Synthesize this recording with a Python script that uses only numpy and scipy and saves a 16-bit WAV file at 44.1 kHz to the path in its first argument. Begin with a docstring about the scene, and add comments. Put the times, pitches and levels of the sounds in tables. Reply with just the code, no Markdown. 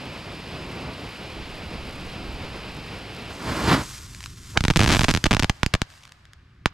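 """Flare and ground firework

A red flare hisses on a country road at night: shaped noise, flutter and random sputter.
It lights a ground firework, which roars up in a jet of sparks and fizzes: swells of noise and tiny snaps.
It bursts into a volley of crackling stars: shocks, gas pushes and thumps, scattered by gravel and fields.
The last sparks tick and die away over the fields; one late star goes off."""
import sys
import numpy as np
from scipy import signal
from scipy.fft import rfft, irfft, next_fast_len
from scipy.io import wavfile

SR = 44100
rng = np.random.default_rng(int(sys.argv[2]) if len(sys.argv) > 2 else 0)


def wrap_up_sound(samples):
    """Save the sound to the file named by the first command line argument, as 16-bit audio."""
    columns = np.atleast_2d(samples).T
    # keep every value between -1 and 1, then stretch to whole-number steps
    tamed = np.clip(columns, -1, 1)
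    steps = np.round(tamed * 32767).astype(np.int16)
    wavfile.write(sys.argv[1], SR, steps)


N = 296793
TIME_S = np.arange(N) / SR

# Relative noise spectra. Each row: frequency in Hz, density in dB per Hz.
NIGHT_SPECTRUM = [(100, 4.5), (700, -17), (1100, 3.5), (1700, 5), (5000, -13), (15000, -38)]
WIND_SPECTRUM = [(20, -1.5), (35, 1.5), (70, 1.5), (250, -53.5)]
FLARE_SPECTRUM = [(20, -22), (45, -0.5), (110, 0), (260, -4), (500, -8.5), (1000, -12), (1800, -16),
                  (2600, -11.5), (3500, -17.5), (5100, -19.5), (5900, -31), (8800, -35), (12200, -41.5),
                  (15500, -45.5)]
SPUTTER_SPECTRUM = [(500, -21), (2500, 0), (6000, -7.5), (9000, -7.5), (12300, -11.5), (15500, -26)]
JET_SPECTRUM = [(15, -47), (25, -14.5), (70, -2.5), (117, -3), (317, -5.5), (363, -9.5), (439, -10),
                (818, -14), (911, -9.5), (1330, -13), (1560, -14.5), (3340, -22.5), (5000, -23),
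                (5730, -32.5), (12200, -41), (16000, -57)]
FIZZ_SPECTRUM = [(300, -25), (700, -12.5), (1100, -0.5), (3000, -2), (5500, 0.5), (8000, -2), (10500, -9),
                 (12300, -11), (15500, -19.5)]
RUMBLE_SPECTRUM = [(20, -10), (60, 1.5), (110, 0.5), (160, -5.5), (230, -15), (350, -17), (600, -38),
                   (1500, -58)]

# Relative spectra of reflections off gravel and grass, then far fields. Each row: frequency in Hz, dB per Hz.
SCATTER_SPECTRUM = [(60, -7), (250, 6.5), (600, 3), (1500, -0.5), (3200, -1.3), (5000, 3), (7000, 1.5),
                    (12000, -16), (15500, -24)]
FAR_ECHO_SPECTRUM = [(200, 4), (600, 0.5), (1200, -1.5), (2500, -4.5), (5000, -2), (15000, -35)]

# Left-right correlation of noise. Each row: frequency in Hz, correlation from 0 to 1.
EAR_LIKENESS = [(60, 1), (300, 1), (1400, 1), (3100, 0.98), (7000, 0.92), (11000, 0.26), (15000, .3)]

# Phase lag of the left microphone port. 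Each row: frequency in Hz, lag in radians.
PORT_PHASE_LAG = [(150, .02), (3000, 0.62), (8000, 0.23), (11500, 1.13), (14000, 1.8)]

# Breeze on the microphone. Each row: start in seconds, attack in seconds, hold in seconds,
# level in dB, release in dB per second.
GUSTS = [(1.2, .22, 1.05, -41, 34)]

# Fuse puff, jet catching, surge, guttering. Each row: start in seconds, attack in seconds,
# hold in seconds, level in dB, release in dB per second.
JET_SURGES = [(3.295, .01, .006, -35, 500), (3.32, .21, .275, -26.2, 360), (3.575, .14, .028, -15.4, 350.5),
              (3.8, .03, .02, -49, 45)]

# Spark showers from the fuse, the jet, before the burst, from the stars, from the main volley, and landing.
# Each row: start in seconds, attack in seconds, hold in seconds, level in dB, release in dB per second.
SPARK_SHOWERS = [(3.315, .012, .03, -50, 100), (3.22, .43, 0.081, -37.7, 20.5),
                 (4.31, 0.19, .02, -45.5, 100), (4.55, .1, 0.63, -51, 26.5), (4.72, 0.091, 0.18, -36, 90.5),
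                 (5.82, .11, .03, -57.6, 72)]

# Steady low rumble, its level rising and sinking. Each row: time in seconds, level in dB.
RUMBLE_LEVEL = [(3.3, -67), (3.8, -43.5), (4.45, -42.5), (4.8, -35.5), (6.1, -57.5), (6.73, -50)]

# Single sparks snapping. Each row: time in seconds, nominal peak in dB.
SPARKS = [(4.148, -21), (4.206, -20.5), (4.229, -23), (4.24, -17), (4.26, -15.3), (4.737, -18),
          (6.037, -28.5), (6.053, -26.5), (6.121, -25.5), (6.254, -32.5), (6.334, -28)]

# Bangs, each one star or a quick chain, with mean strengths before spread and panning. Each row:
# start in seconds, length in seconds, star count, crack in dB, crack brightness in Hz, thump in dB.
BANGS = [(4.574, 0.0013, 2, -1, 3400, -17), (4.6067, 0.0014, 2, -13.5, 4900, -16),
         (4.6393, 0.012, 2, -8, 3950, -12), (4.6821, 0, 1, -5.7, 3700, -8.5),
         (4.7021, .0065, 2, -6.2, 3200, -8.3), (4.76, 0.012, 3, -4.5, 4340, -9.5),
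         (4.9927, .0013, 2, -6.5, 3900, -13.5), (5.0097, .0067, 2, -7, 3700, -13.5),
         (5.034, 0, 1, -7.5, 6000, -11), (5.0425, .0044, 3, -6, 3700, -17),
         (5.0835, .012, 4, -7, 3200, -12), (5.1029, .01, 3, -7.5, 5000, -17),
         (5.1395, .010, 2, -6, 4520, -12.5), (5.163, 0.011, 2, -10, 4700, -17),
         (5.241, 0.00064, 2, -4.6, 5300, -17.5), (5.2567, 0.0092, 4, -8, 3220, -13),
         (5.3099, .0092, 3, -6, 3000, -10.7), (5.3301, .0175, 3, -6.8, 3600, -12),
         (5.3677, 0, 1, -6, 2700, -16), (5.3949, 0.0034, 2, -5.5, 5000, -14),
         (5.4249, .0195, 3, -7.5, 3690, -13), (5.4964, 0.00095, 2, -6.5, 3490, -14),
         (5.6321, 0, 1, -2, 3100, -11), (5.6627, 0, 1, -7, 4700, -12.5),
         (5.7384, .0018, 2, -4.5, 3800, -12), (5.7508, 0, 1, -8.5, 2900, -16),
         (5.8177, 0.0017, 1, -5.5, 3980, -13), (6.6586, 0, 1, 0.3, 2750, -12)]

# Main volley, where most stars catch at once. 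Each row: time in seconds, stars per second.
VOLLEY_RATE = [(4.789, 210), (4.815, 125), (4.877, 90), (4.92, 270), (4.958, 115), (4.979, 115)]

ATTACK_POWER = 1.4  # a swell grows as this power of time

# The flare burns evenly until the firework smothers it.
FLARE_DB, FLARE_SAG_S, FLARE_SAG_DB = -36, 3.32, 2.5
FLARE_OUT_S, FLARE_FALL_DB_PER_S = 3.7, 185

# Faint ticks of falling embers, with nominal peaks.
EMBERS_FROM_S, EMBERS_TO_S, EMBERS_PER_S = 5.89, 6.11, 65
EMBER_MIN_DB, EMBER_SPREAD_DB = -40, 9

# Stars of one batch differ in timing (share of their spacing), strength and brightness.
STAR_JITTER, STAR_SPREAD_DB, STAR_SPREAD_OCT = .35, 1.5, .3
STAR_PAN_DB = 3.5  # left-right placing, full range per ear
VOLLEY_CRACK_DB, VOLLEY_BRIGHT_HZ, VOLLEY_THUMP_DB, VOLLEY_JITTER = -7.0, 3940, -13.4, .5

PORT_RING_HZ, PORT_RING_Q, PORT_RING_DB = 12100, 9, -3
ROLLOFF_HZ, CUTOFF_HZ = 13200, 16300


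def from_db(db):
    """Decibels to gain."""
    return 10 ** (np.asarray(db) / 20)


def rms_one(x):
    """Scale to unit power."""
    return x / np.sqrt(np.mean(x ** 2) + 1e-20)


def add(track, start_s, sound):
    """Mix a short sound in at its start time."""
    i = int(round(start_s * SR))
    track[..., i:i + sound.shape[-1]] += sound[..., :N - i]


def level(rows):
    """Gain over time, interpolated in dB."""
    return from_db(np.interp(TIME_S, *np.transpose(rows)))


def swells(rows):
    """Gain over time of overlapping swells, summed in power."""
    power = 0
    for start_s, attack_s, hold_s, db, release_db_per_s in rows:
        rise = np.clip((TIME_S - start_s) / attack_s, 0, 1) ** ATTACK_POWER
        released_s = np.maximum(TIME_S - start_s - attack_s - hold_s, 0)
        power = power + (rise * from_db(db - release_db_per_s * released_s)) ** 2
    return np.sqrt(power)


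def at_hz(points, hz):
    """Read a curve on a log-frequency axis."""
    f, value = np.transpose(points)
    return np.interp(np.log(np.maximum(hz, 1)), np.log(f), value)


def colour(x, spectrum):
    """Filter a signal by a spectrum."""
    n = x.shape[-1]
    gain = from_db(at_hz(spectrum, np.fft.rfftfreq(n, 1 / SR)))
    return irfft(rfft(x) * gain, n)


def lowpass(x, order, cutoff_hz):
    """Butterworth low-pass."""
    return signal.sosfilt(signal.butter(order, cutoff_hz, fs=SR, output="sos"), x)


def drift(rate_hz):
    """Smooth random wander of spread 1, with rate_hz knots per second."""
    knots = rng.standard_normal(4096)
    return rms_one(np.interp(TIME_S * rate_hz, np.arange(len(knots)), knots))


def noise(spectrum, flicker_db, flicker_hz):
    """Stereo noise, alike in both ears in the bass, with a level that flickers by flicker_db."""
    n = next_fast_len(N)
    hz = np.fft.rfftfreq(n, 1 / SR)
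    alike = np.clip(at_hz(EAR_LIKENESS, hz), 0, 1)
    mid, side = rfft(rng.standard_normal((2, n)))
    both = np.sqrt(1 + alike) * mid + np.sqrt(1 - alike) * side * [[1], [-1]]
    steady = irfft(both * from_db(at_hz(spectrum, hz)), n)[:, :N]
    return rms_one(steady * from_db(flicker_db * drift(flicker_hz)))


def grains(per_s, spread_db, spectrum):
    """Tiny random snaps of uneven size and either sign."""
    sizes = from_db(spread_db * np.minimum(rng.exponential(1, N), 4)) * rng.choice([-1, 1], N)
    clicks = sizes * (rng.random(N) < per_s / SR)
    padded = np.pad(clicks, (0, next_fast_len(N) - N))
    return rms_one(colour(padded, spectrum)[:N])


def scatter(spectrum, t60_s, rise_s, size):
    """A dying spray of small reflections, of unit energy per ear on average."""
    t = TIME_S[:size]
    envelope = from_db(-60 * t / t60_s) * (1 - np.exp(-t / rise_s))
    tail = colour(rng.standard_normal((2, size)), spectrum) * envelope
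    tail = tail[0] + 0.76 * tail[1] * [[1], [-1]]
    return rms_one(tail) / np.sqrt(size)


def two_pole(f, hz, q):
    """Response of a damped resonator, read at frequencies f."""
    return 1 / (1 - (f / hz) ** 2 + 1j * f / (hz * q))


def shock(hz, low_share=0.21, low_q=1.28, top_q=0.88, air_hz=7500, size=2048):
    """A steep pressure spike and its suction, rounded by the air; a lower hz is longer and duller."""
    f = np.fft.rfftfreq(size, 1 / SR)
    resonance = two_pole(f, hz * low_share, low_q) * two_pole(f, hz, top_q)
    wave = irfft(-f ** 2 * resonance / (1 + 1j * f / air_hz))
    return 2 * wave / np.ptp(wave)


def night_air():
    """Quiet night air: faint, slowly flickering noise."""
    return from_db(-65.3) * noise(NIGHT_SPECTRUM, flicker_db=.5, flicker_hz=4)


def wind():
    """Breeze on the microphone: a swell of low turbulence."""
    return swells(GUSTS) * noise(WIND_SPECTRUM, flicker_db=-1.5, flicker_hz=9.3)


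def rumble():
    """Steady low rumble, its level rising and sinking."""
    return level(RUMBLE_LEVEL) * noise(RUMBLE_SPECTRUM, flicker_db=0.0, flicker_hz=25)


def flare_burn():
    """Gain of the flare: steady, a step down as the fuse catches, then out."""
    sag_db = FLARE_SAG_DB * (TIME_S > FLARE_SAG_S)
    fall_db = FLARE_FALL_DB_PER_S * np.maximum(TIME_S - FLARE_OUT_S, 0)
    return from_db(FLARE_DB - sag_db - fall_db)


def flare():
    """Gas rushes from the tube, its low roar flutters, and specks of slag sputter."""
    rush = noise(FLARE_SPECTRUM, flicker_db=0.4, flicker_hz=27)
    flutter = lowpass(rush, 1, 1100) * (from_db(1.9 * drift(18)) - 1)
    slag = grains(per_s=500, spread_db=4.0, spectrum=SPUTTER_SPECTRUM)
    sputter = from_db(-22.5) * slag * from_db(2 * drift(12.05))
    return flare_burn() * (rush + flutter + sputter) * from_db([[-.3], [.3]])


def fountain():
    """A roaring jet of flickering noise, and the fizz of its sparks: hiss and tiny snaps."""
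    jet = swells(JET_SURGES) * noise(JET_SPECTRUM, flicker_db=1.3, flicker_hz=82) * from_db([[-.5], [.5]])
    hiss = noise(FIZZ_SPECTRUM, flicker_db=1.5, flicker_hz=53)
    fizz = 0.83 * hiss + 0.44 * grains(per_s=1500, spread_db=5.5, spectrum=FIZZ_SPECTRUM)
    return jet + swells(SPARK_SHOWERS) * fizz


def embers():
    """Falling embers tick at uneven steps: rows (s, nominal peak dB)."""
    when, size = rng.random((2, 16))
    times = EMBERS_FROM_S + (np.arange(len(when)) + when) / EMBERS_PER_S
    return [(s, EMBER_MIN_DB + EMBER_SPREAD_DB * k) for s, k in zip(times, size) if s < EMBERS_TO_S]


def sparks():
    """Stray sparks and embers snap like very small stars, each with a quick echo off the road."""
    out = np.zeros(N)
    chance = rng.random((32, 2))
    for (start_s, peak_db), (lag, bright) in zip(SPARKS + embers(), chance):
        snap = from_db(peak_db - 5.0) * shock(hz=4200 + 2100 * bright)
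        add(out, start_s, snap)
        add(out, start_s + .0003 + .0009 * lag, 0.93 * snap)
    return out


def puff(lead_s=0.02, swell_db=-22, peak_db=-18, top_hz=1200):
    """A dull puff of low-passed noise swells into the first bang."""
    before = (BANGS[0][0] - TIME_S) / lead_s
    swell = from_db(peak_db + swell_db * np.clip(before, 0, 10)) * (before > 0)
    return swell * rms_one(lowpass(rng.standard_normal(N), 3, top_hz))


def thump(hz=66, q=0.41, top_hz=215, top_q=0.65, lag_s=.0012, size=2048):
    """The slow, heavily damped low swing heard after a crack, as the microphone recovers."""
    f = np.fft.rfftfreq(size, 1 / SR)
    resonance = two_pole(f, hz, q) * two_pole(f, top_hz, top_q)
    wave = irfft(-1j * f * resonance * np.exp(-2j * np.pi * f * lag_s))
    return wave / np.abs(wave).max()


def gas_push(width_s=0.0018, size=2048):
    """The fireball swells: one short hump of pressure behind the shock."""
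    return np.sin(np.pi * np.minimum(TIME_S[:size] / width_s, 1)) ** 2


def varied(times, crack_db, hz, thump_db):
    """Stars of one batch, each of its own size and brightness: rows (s, crack dB, Hz, thump dB)."""
    chance = rng.standard_normal((len(times), 3))
    size, bright, push = (chance - chance.mean(axis=0)).T
    cracks_db = crack_db + STAR_SPREAD_DB * size
    thumps_db = thump_db + STAR_SPREAD_DB * (size + push)
    return np.column_stack([times, cracks_db, hz * 2 ** (STAR_SPREAD_OCT * bright), thumps_db])


def chain(start_s, length_s, count, crack_db, hz, thump_db):
    """One star sets off its neighbours at uneven steps."""
    steps = np.arange(round(count), dtype=float)
    steps[1:-1] += STAR_JITTER * rng.uniform(-1, 1, len(steps))[1:-1]
    return varied(start_s + length_s * steps / max(steps[-1], 1), crack_db, hz, thump_db)


def volley():
    """Stars go off at uneven steps, as fast as the fire spreads among them."""
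    lit = np.cumsum(np.interp(TIME_S, *np.transpose(VOLLEY_RATE), left=0, right=0)) / SR
    turns = np.arange(64) + .5 + VOLLEY_JITTER * rng.uniform(-1, 1, 64)
    times = np.interp(turns, lit, TIME_S)
    batch = varied(times, VOLLEY_CRACK_DB, VOLLEY_BRIGHT_HZ, VOLLEY_THUMP_DB)
    return batch[turns < lit[-1]]


def stars():
    """Each star gives a shock, its echo off the road, a gas push and a thump; gravel scatters the shock."""
    cracks, lows = np.zeros((2, 2, N))
    swing, push = thump(), gas_push()
    fired = np.vstack([chain(*bang) for bang in BANGS] + [volley()])
    chance = rng.random((128, 3))
    for (start_s, crack_db, hz, thump_db), (height, bounce, place) in zip(fired, chance):
        side = from_db(STAR_PAN_DB * (place - .5) * np.array([[1], [-1]]))
        heavy = np.clip(1 + crack_db / 5, 0, 1)  # heavy charges pack their energy into the midrange
        crack = from_db(crack_db + 1.2 * heavy) * shock(hz, low_share=0.22 + .15 * heavy)
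        add(cracks, start_s, crack * side)
        echo_s = 0.00032 + 0.0022 * height  # higher stars echo later
        add(cracks, start_s + echo_s, .62 * bounce * (1 - heavy) * crack)
        gravel = scatter(SCATTER_SPECTRUM, t60_s=0.017, rise_s=.0003, size=1024)
        add(cracks, start_s, from_db(crack_db - 2.5 - 3.0 * heavy) * gravel)
        low = from_db(thump_db) * swing + from_db(crack_db - 15.5) * push
        add(lows, start_s, side * low)
    return cracks, lows


def fields(x):
    """Grass on the verges answers at once and brightly; far fields return a faint dull wash."""
    near = from_db(-20.5) * scatter(SCATTER_SPECTRUM, t60_s=0.067, rise_s=0.0046, size=SR // 4)
    far = from_db(-32) * scatter(FAR_ECHO_SPECTRUM, t60_s=2.7, rise_s=.03, size=2 * SR)
    return signal.fftconvolve(x, near, axes=1)[:, :N] + signal.fftconvolve(x, far, axes=1)[:, :N]


def off_axis(x):
    """Off the microphone's axis the bass leans to the right and the treble to the left."""
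    low = lowpass(x, 1, 1800)
    return low * from_db([[-1.4], [1.4]]) + (x - low) * from_db([[1.2], [-1.2]])


def scene():
    """Flare, fountain and bangs over a low rumble, a light breeze and the quiet night air."""
    background = night_air() + rumble()
    breeze = wind()
    burning = flare() + fountain()
    cracks, lows = stars()
    snaps = cracks + sparks()
    direct = off_axis(snaps + lows + puff() + breeze)
    return background + burning + direct + fields(snaps)


def record(dry):
    """The left port lags, the right one rings, loud peaks overload, the capsules roll off, the top is cut."""
    n = next_fast_len(N)
    lag_rad = at_hz(PORT_PHASE_LAG, np.fft.rfftfreq(n, 1 / SR))
    left = irfft(rfft(dry[0], n) * np.exp(-1j * lag_rad), n)[:N]
    ring = signal.lfilter(*signal.iirpeak(PORT_RING_HZ, PORT_RING_Q, fs=SR), dry[1])
    right = dry[1] + from_db(PORT_RING_DB) * ring
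    clipped = np.clip([left, right], -1, 1)
    heard = lowpass(clipped, 6, ROLLOFF_HZ)
    top_cut = signal.firwin(129, CUTOFF_HZ, fs=SR)[None]
    return signal.fftconvolve(heard, top_cut, mode="same", axes=1)


dry = scene()
out = record(dry)
wrap_up_sound(out)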